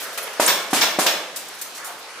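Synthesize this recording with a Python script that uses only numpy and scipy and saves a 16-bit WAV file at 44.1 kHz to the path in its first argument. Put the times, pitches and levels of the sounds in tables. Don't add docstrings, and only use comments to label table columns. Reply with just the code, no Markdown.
import sys
import numpy as np
from scipy import signal
from scipy.fft import rfft, irfft
from scipy.io import wavfile
from scipy.ndimage import uniform_filter1d

SR = 44100
rng = np.random.default_rng(int(sys.argv[2]) if len(sys.argv) > 2 else 0)


def volts_from_decibels(level):
    exponent = np.asarray(level, float) / 20
    return 10 ** exponent


def wav_out(sig):
    wavfile.write(sys.argv[1], SR, np.round(np.clip(np.atleast_2d(sig).T, -1, 1) * 32767).astype(np.int16))


N = 97020

# frequency in Hz, density in dB per Hz.
AIR_SPECTRUM = [(25, 3), (100, -3.5), (200, -10.5), (414, 2), (1470, 1.5), (4840, -4), (11500, -14),
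                (15500, -32)]
# time in seconds, gain in dB.
AIR_SWELL = [(0, 3), (1.2, -1.5), (1.7, -.5), (2.0, -2), (2.2, -0.6)]
AIR_DB = -37.5

# start in
# seconds, level in dB, length in seconds, centre in Hz, width in octaves.
TAPE_TICKS = [(0.001, -32, 0.041, 5560, 4.5), (0.125, -40, 0.027, 9900, 1.7),
              (0.1744, -28, 0.011, 1390, 1.28), (.1748, -27.5, 0.0078, 8300, 1.17),
              (0.226, -34.5, 0.012, 10700, 0.35), (0.268, -31.5, 0.0089, 1140, 1.24),
              (.3306, -38.5, 0.0074, 6000, 1.9), (0.461, -16, 0.0031, 8200, 0.36),
              (0.763, -24.5, 0.034, 2130, 0.88), (.43, -27, 0.014, 1590, 0.77),
              (1.022, -45, 0.0033, 1200, 1), (0.809, -19.5, 0.005, 5500, 0.22),
              (1.064, -21.5, 0.013, 2880, 0.48), (1.129, -35.5, 0.015, 606, 0.59),
              (0.7056, -33, 0.018, 5000, 1.2), (1.3593, -28, 0.015, 7500, 1.37),
              (1.482, -39.5, 0.0046, 8540, 0.73), (1.541, -43.5, 0.0097, 11000, 0.58),
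              (1.585, -41.5, 0.012, 6150, 1.2), (1.6125, -27.5, 0.009, 8600, 1.36),
              (1.747, -37.5, 0.036, 5600, 1.3), (1.8436, -35, 0.034, 8330, 1),
              (1.986, -46.5, 0.014, 12000, 0.51)]
TICK_RISE_S, TICK_T60_S = 0.0021, 0.067

# start in seconds, length in seconds, level in dB, centre in Hz.
BAG_RUBS = [(0.0012, 0.24, -45, 585), (0.001005, 0.12, -40, 1574), (.19, 0.1, -41, 540),
            (1.31, .07, -54, 140), (1.77, 0.092, -40.5, 1650), (1.861, 0.067, -40.5, 804),
            (1.8, .14, -42.5, 1214), (2.12, 0.32, -41.5, 1360), (.405, .035, -51, 166),
            (.74, 0.046, -43.5, 137), (2.0, 0.062, -47.5, 4500), (1.3, 0.25, -50, 5750)]
RUB_OCTAVES = 0.39

# start in seconds, boom level in dB, knock
# level in dB, knock pitch in Hz, crackle level in dB.
PUNCHES = [
    (0.3964, -30, -4.5, 611, -19),
    (0.7295, -10.5, -10, 760, -19),
    (0.9859, -14, -10.5, 612, -21),
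    (.9915, -20, -13, 704, -27),
]
# ratio to the knock pitch, level in dB, decay time T60 in seconds.
TYRE_MODES = [(1, 7.5, 0.02), (1.55, -0.5, 0.039), (1.95, 0.5, 0.02), (2.45, -5.5, 0.035),
              (3.2, -10.5, 0.035), (4.2, -17, 0.054)]
# delay in seconds, level in dB.
CONTACTS = [
    (0, 0.5),
    (.0028, -14.5),
    (.0065, -14),
    (.033, -11),
]
KNOCK_RISE_S = 0.0011
BOOM_HZ, BOOM_RISE_S, BOOM_T60_S = 268, 0.0025, 0.016
# frequency in Hz, density in dB per Hz.
TAPE_SPECTRUM = [(88, -26), (150, -25), (383, -0.5), (757, -1), (2640, -5.5), (8180, -6), (12800, -11.5),
                 (15900, -22)]
TAPE_RISE_S, TAPE_HOLD_S, TAPE_T60_S = 0.005, 0.026, 0.5

# start in seconds, level in dB, length in seconds,
# ringing relative to the jolt in dB.
JOLTS = [
    (0.4742, -16, 0.018, -7.5),
    (0.811, -20.5, 0.0098, -18),
    (0.814, -16.5, 0.013, -8),
    (1.062, -16, 0.0085, -9.5),
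]
# frequency in Hz, density in dB per Hz.
JOLT_SPECTRUM = [(150, -16), (648, 0.5), (1620, 0.5), (3500, -1), (6500, -4), (9000, -14.5), (12500, -19.5),
                 (15200, -15)]
JOLT_RISE_S, JOLT_T60_S = 0.0034, 0.16
# centre in Hz, level in dB, decay time T60 in seconds,
# spread in Hz.
STEEL_MODES = [(1050, -10, .2, 160), (1612, -4, .3, 70), (1752, -6, .3, 70), (2260, -4, .25, 200),
               (2783, -6, .25, 100), (3215, -6, .25, 80), (3452, -5, .45, 70), (4010, -6, .3, 70),
               (4700, -8, .2, 250), (5392, 0, .3, 160), (6270, -7, .28, 140), (7500, -7, .12, 600)]
# start in seconds, level in dB.
SHIVERS = [
    (0.476, -22.5),
    (0.815, -27.5),
    (1.062, -29.5),
]
# centre in Hz, level in dB, decay time T60 in seconds,
# spread in Hz.
SMALL_LINK_MODES = [(13300, -1, .22, 500), (13950, -2, .16, 500), (14400, -2, .14, 500),
                    (14850, -3, .12, 500)]
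SHIVER_RISE_S = 0.0027

# frequency in Hz, decay time T60 in seconds.
GARAGE_T60 = [(200, 0.84), (530, 1), (1390, 0.78), (3680, 0.59), (9700, 0.4), (15000, .4)]
WET_DB, PUNCH_WET_DB, BUILD_S = -4, -11, 0.02
# frequency in Hz, left-right likeness from 0 to 1.
PORT_LIKENESS = [(60, .95), (300, 1), (700, 0.94), (1500, 0.65), (3000, 0.24), (12000, 0.17)]
# frequency in Hz, gain in dB.
MICROPHONE = [(25, -36), (100, -14.5), (200, 1), (400, 0), (15300, 1.5), (16200, -40)]


def evened(x):
    return x / np.sqrt(np.mean(x ** 2) + 1e-20)


def read(points, hz):
    f, value = np.transpose(points)
    return np.interp(np.log(hz + 1), np.log(f + 1), value)


def add(mix, s, sound):
    part = mix[..., max(round(s * SR), 0):][..., :sound.shape[-1]]
    part += sound[..., :part.shape[-1]]


def decay(t, t60):
    return volts_from_decibels(-60 * t / t60)


def coloured(x, db_of):
    hz = abs(np.fft.fftfreq(2048, 1 / SR))
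    log_gain = np.log(volts_from_decibels(np.maximum(db_of(hz), -100)))
    taps = np.fft.ifft(np.exp(np.conj(signal.hilbert(log_gain)))).real
    if x.ndim > 1:
        taps = taps[None]
    return signal.oaconvolve(x, taps, axes=-1)[..., :x.shape[-1]]


def bell(centre_hz, octaves):
    return lambda hz: -6 * (np.log2((hz + 1) / centre_hz) / octaves) ** 2


def pair(a, b):
    same = np.clip(read(PORT_LIKENESS, np.fft.rfftfreq(len(a), 1 / SR)), 0, 1)
    mid = rfft(a) * np.sqrt((1 + same) / 2)
    side = rfft(b) * np.sqrt((1 - same) / 2)
    return irfft(np.array([mid + side, mid - side]), len(a))


def snaps(rise, hold, t60, per_s, spread_db):
    t = np.arange(0, 0.4, 1 / SR)
    chance, sign, size = rng.random((3, 2, len(t)))
    sizes = volts_from_decibels(-spread_db * np.log(size + 0.02))
    clicks = (chance < per_s / SR) * np.sign(sign - 0.5) * sizes
    envelope = np.minimum(t / rise, 1) * decay(np.maximum(t - rise - hold, 0), t60)
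    return evened(pair(*clicks)), envelope


def rings(families, rise):
    t, out = np.arange(0, 0.4, 1 / SR), 0
    for hz, db, t60, spread_hz in families:
        near, turn = rng.random((2, 2, 16, 1))
        mode_hz = hz + spread_hz * (near - 0.5)
        crowd = evened(np.sin(2 * np.pi * (mode_hz * t + turn)).sum(1))
        out = out + volts_from_decibels(db) * decay(t, t60) * crowd
    return pair(*out) * np.minimum(t / rise, 1)


def air():
    hz, t, z = signal.stft(rng.standard_normal((2, N)), SR, nperseg=1024)
    patches = uniform_filter1d(rng.standard_normal(z.shape[1:]), 14, 0)
    patches = evened(uniform_filter1d(patches, 6, 1))
    swell = np.interp(t, *np.transpose(AIR_SWELL))
    z = z * volts_from_decibels(read(AIR_SPECTRUM, hz)[:, None] + 1.45 * patches + swell)
    noise = signal.istft(z, SR, nperseg=1024)[1][:, :N]
    return volts_from_decibels(AIR_DB) * evened(pair(*noise))


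def ticks():
    out = np.zeros((2, N))
    for s, db, hold, hz, octaves in TAPE_TICKS:
        clicks, envelope = snaps(TICK_RISE_S, hold, TICK_T60_S, per_s=12000, spread_db=2.5)
        add(out, s, volts_from_decibels(db) * envelope * evened(coloured(clicks, bell(hz, octaves))))
    return out


def rubs():
    out = np.zeros((2, N))
    for s, length, db, hz in BAG_RUBS:
        slips, _ = snaps(1, 1, 1, per_s=1100, spread_db=0.0)
        t = np.arange(slips.shape[1]) / SR
        arch = np.sin(np.pi * np.minimum(t / length, 1))
        stroke = np.sqrt(np.maximum(arch, 0))
        add(out, s, volts_from_decibels(db) * stroke * evened(coloured(slips, bell(hz, RUB_OCTAVES))))
    return out


def punches():
    out, t = np.zeros((2, N)), np.arange(0, 0.1, 1 / SR)
    boom = np.minimum(t / BOOM_RISE_S, 1) * decay(np.maximum(t - BOOM_RISE_S, 0), BOOM_T60_S)
    boom = boom * np.sin(2 * np.pi * BOOM_HZ * t)
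    for s, boom_db, knock_db, knock_hz, tape_db in PUNCHES:
        knock = np.zeros(len(t))
        for ratio, db, t60 in TYRE_MODES:
            knock += volts_from_decibels(db) * decay(t, t60) * np.sin(2 * np.pi * knock_hz * ratio * t)
        knock = knock * np.minimum(t / KNOCK_RISE_S, 1) ** 2
        thud = volts_from_decibels(boom_db) * boom - volts_from_decibels(knock_db) * knock / abs(knock).max()
        for late, db in CONTACTS:
            add(out, s + late, volts_from_decibels(db) * thud)
        clicks, envelope = snaps(TAPE_RISE_S, TAPE_HOLD_S, TAPE_T60_S, per_s=20000, spread_db=1.5)
        crackle = evened(coloured(clicks, lambda hz: read(TAPE_SPECTRUM, hz)))
        add(out, s, volts_from_decibels(tape_db) * envelope * crackle)
    return out


def jolts():
    out = np.zeros((2, N))
    for s, db, hold, ring_db in JOLTS:
        clicks, envelope = snaps(JOLT_RISE_S, hold, JOLT_T60_S, per_s=7000, spread_db=2.5)
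        knocks = evened(coloured(clicks, lambda hz: read(JOLT_SPECTRUM, hz)))
        add(out, s, volts_from_decibels(db) * envelope * knocks)
        add(out, s, volts_from_decibels(db + ring_db) * rings(STEEL_MODES, hold))
    for s, db in SHIVERS:
        add(out, s, volts_from_decibels(db) * rings(SMALL_LINK_MODES, SHIVER_RISE_S))
    return out


def garage(x, wet_db):
    taps = np.zeros((2, SR))
    slots = np.arange(100, SR - 10, 10)
    at = slots + rng.integers(0, 10, (2, len(slots)))
    np.put_along_axis(taps, at, rng.choice([-1., 1.], (2, len(slots))), 1)
    hz, t, z = signal.stft(taps, SR, nperseg=256)
    z = z * decay(t, read(GARAGE_T60, hz)[:, None])
    tail = signal.istft(z, SR, nperseg=256)[1][:, :SR]
    build = np.minimum(np.arange(SR) / SR / BUILD_S, 1)
    tail = pair(*(tail * build))
    tail = volts_from_decibels(wet_db) * tail / np.linalg.norm(tail[0])
    return x + signal.fftconvolve(x[:1], tail, axes=1)[:, :N]


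def scene():
    near = garage(ticks() + rubs(), WET_DB) + garage(punches(), PUNCH_WET_DB) + garage(jolts(), WET_DB)
    heard = coloured(air() + near, lambda hz: read(MICROPHONE, hz))
    return heard * volts_from_decibels(np.array([[-0.3], [0.3]]))


def low_pass(x):
    return signal.sosfilt(signal.butter(12, 16020, fs=SR, output="sos"), x)


def record(dry):
    over = np.maximum(abs(dry) - 0.75, 0)
    held = dry - np.sign(dry) * (over - 0.2 * np.tanh(over / 0.2))
    return low_pass(held)


dry = scene()
out = record(dry)
wav_out(out)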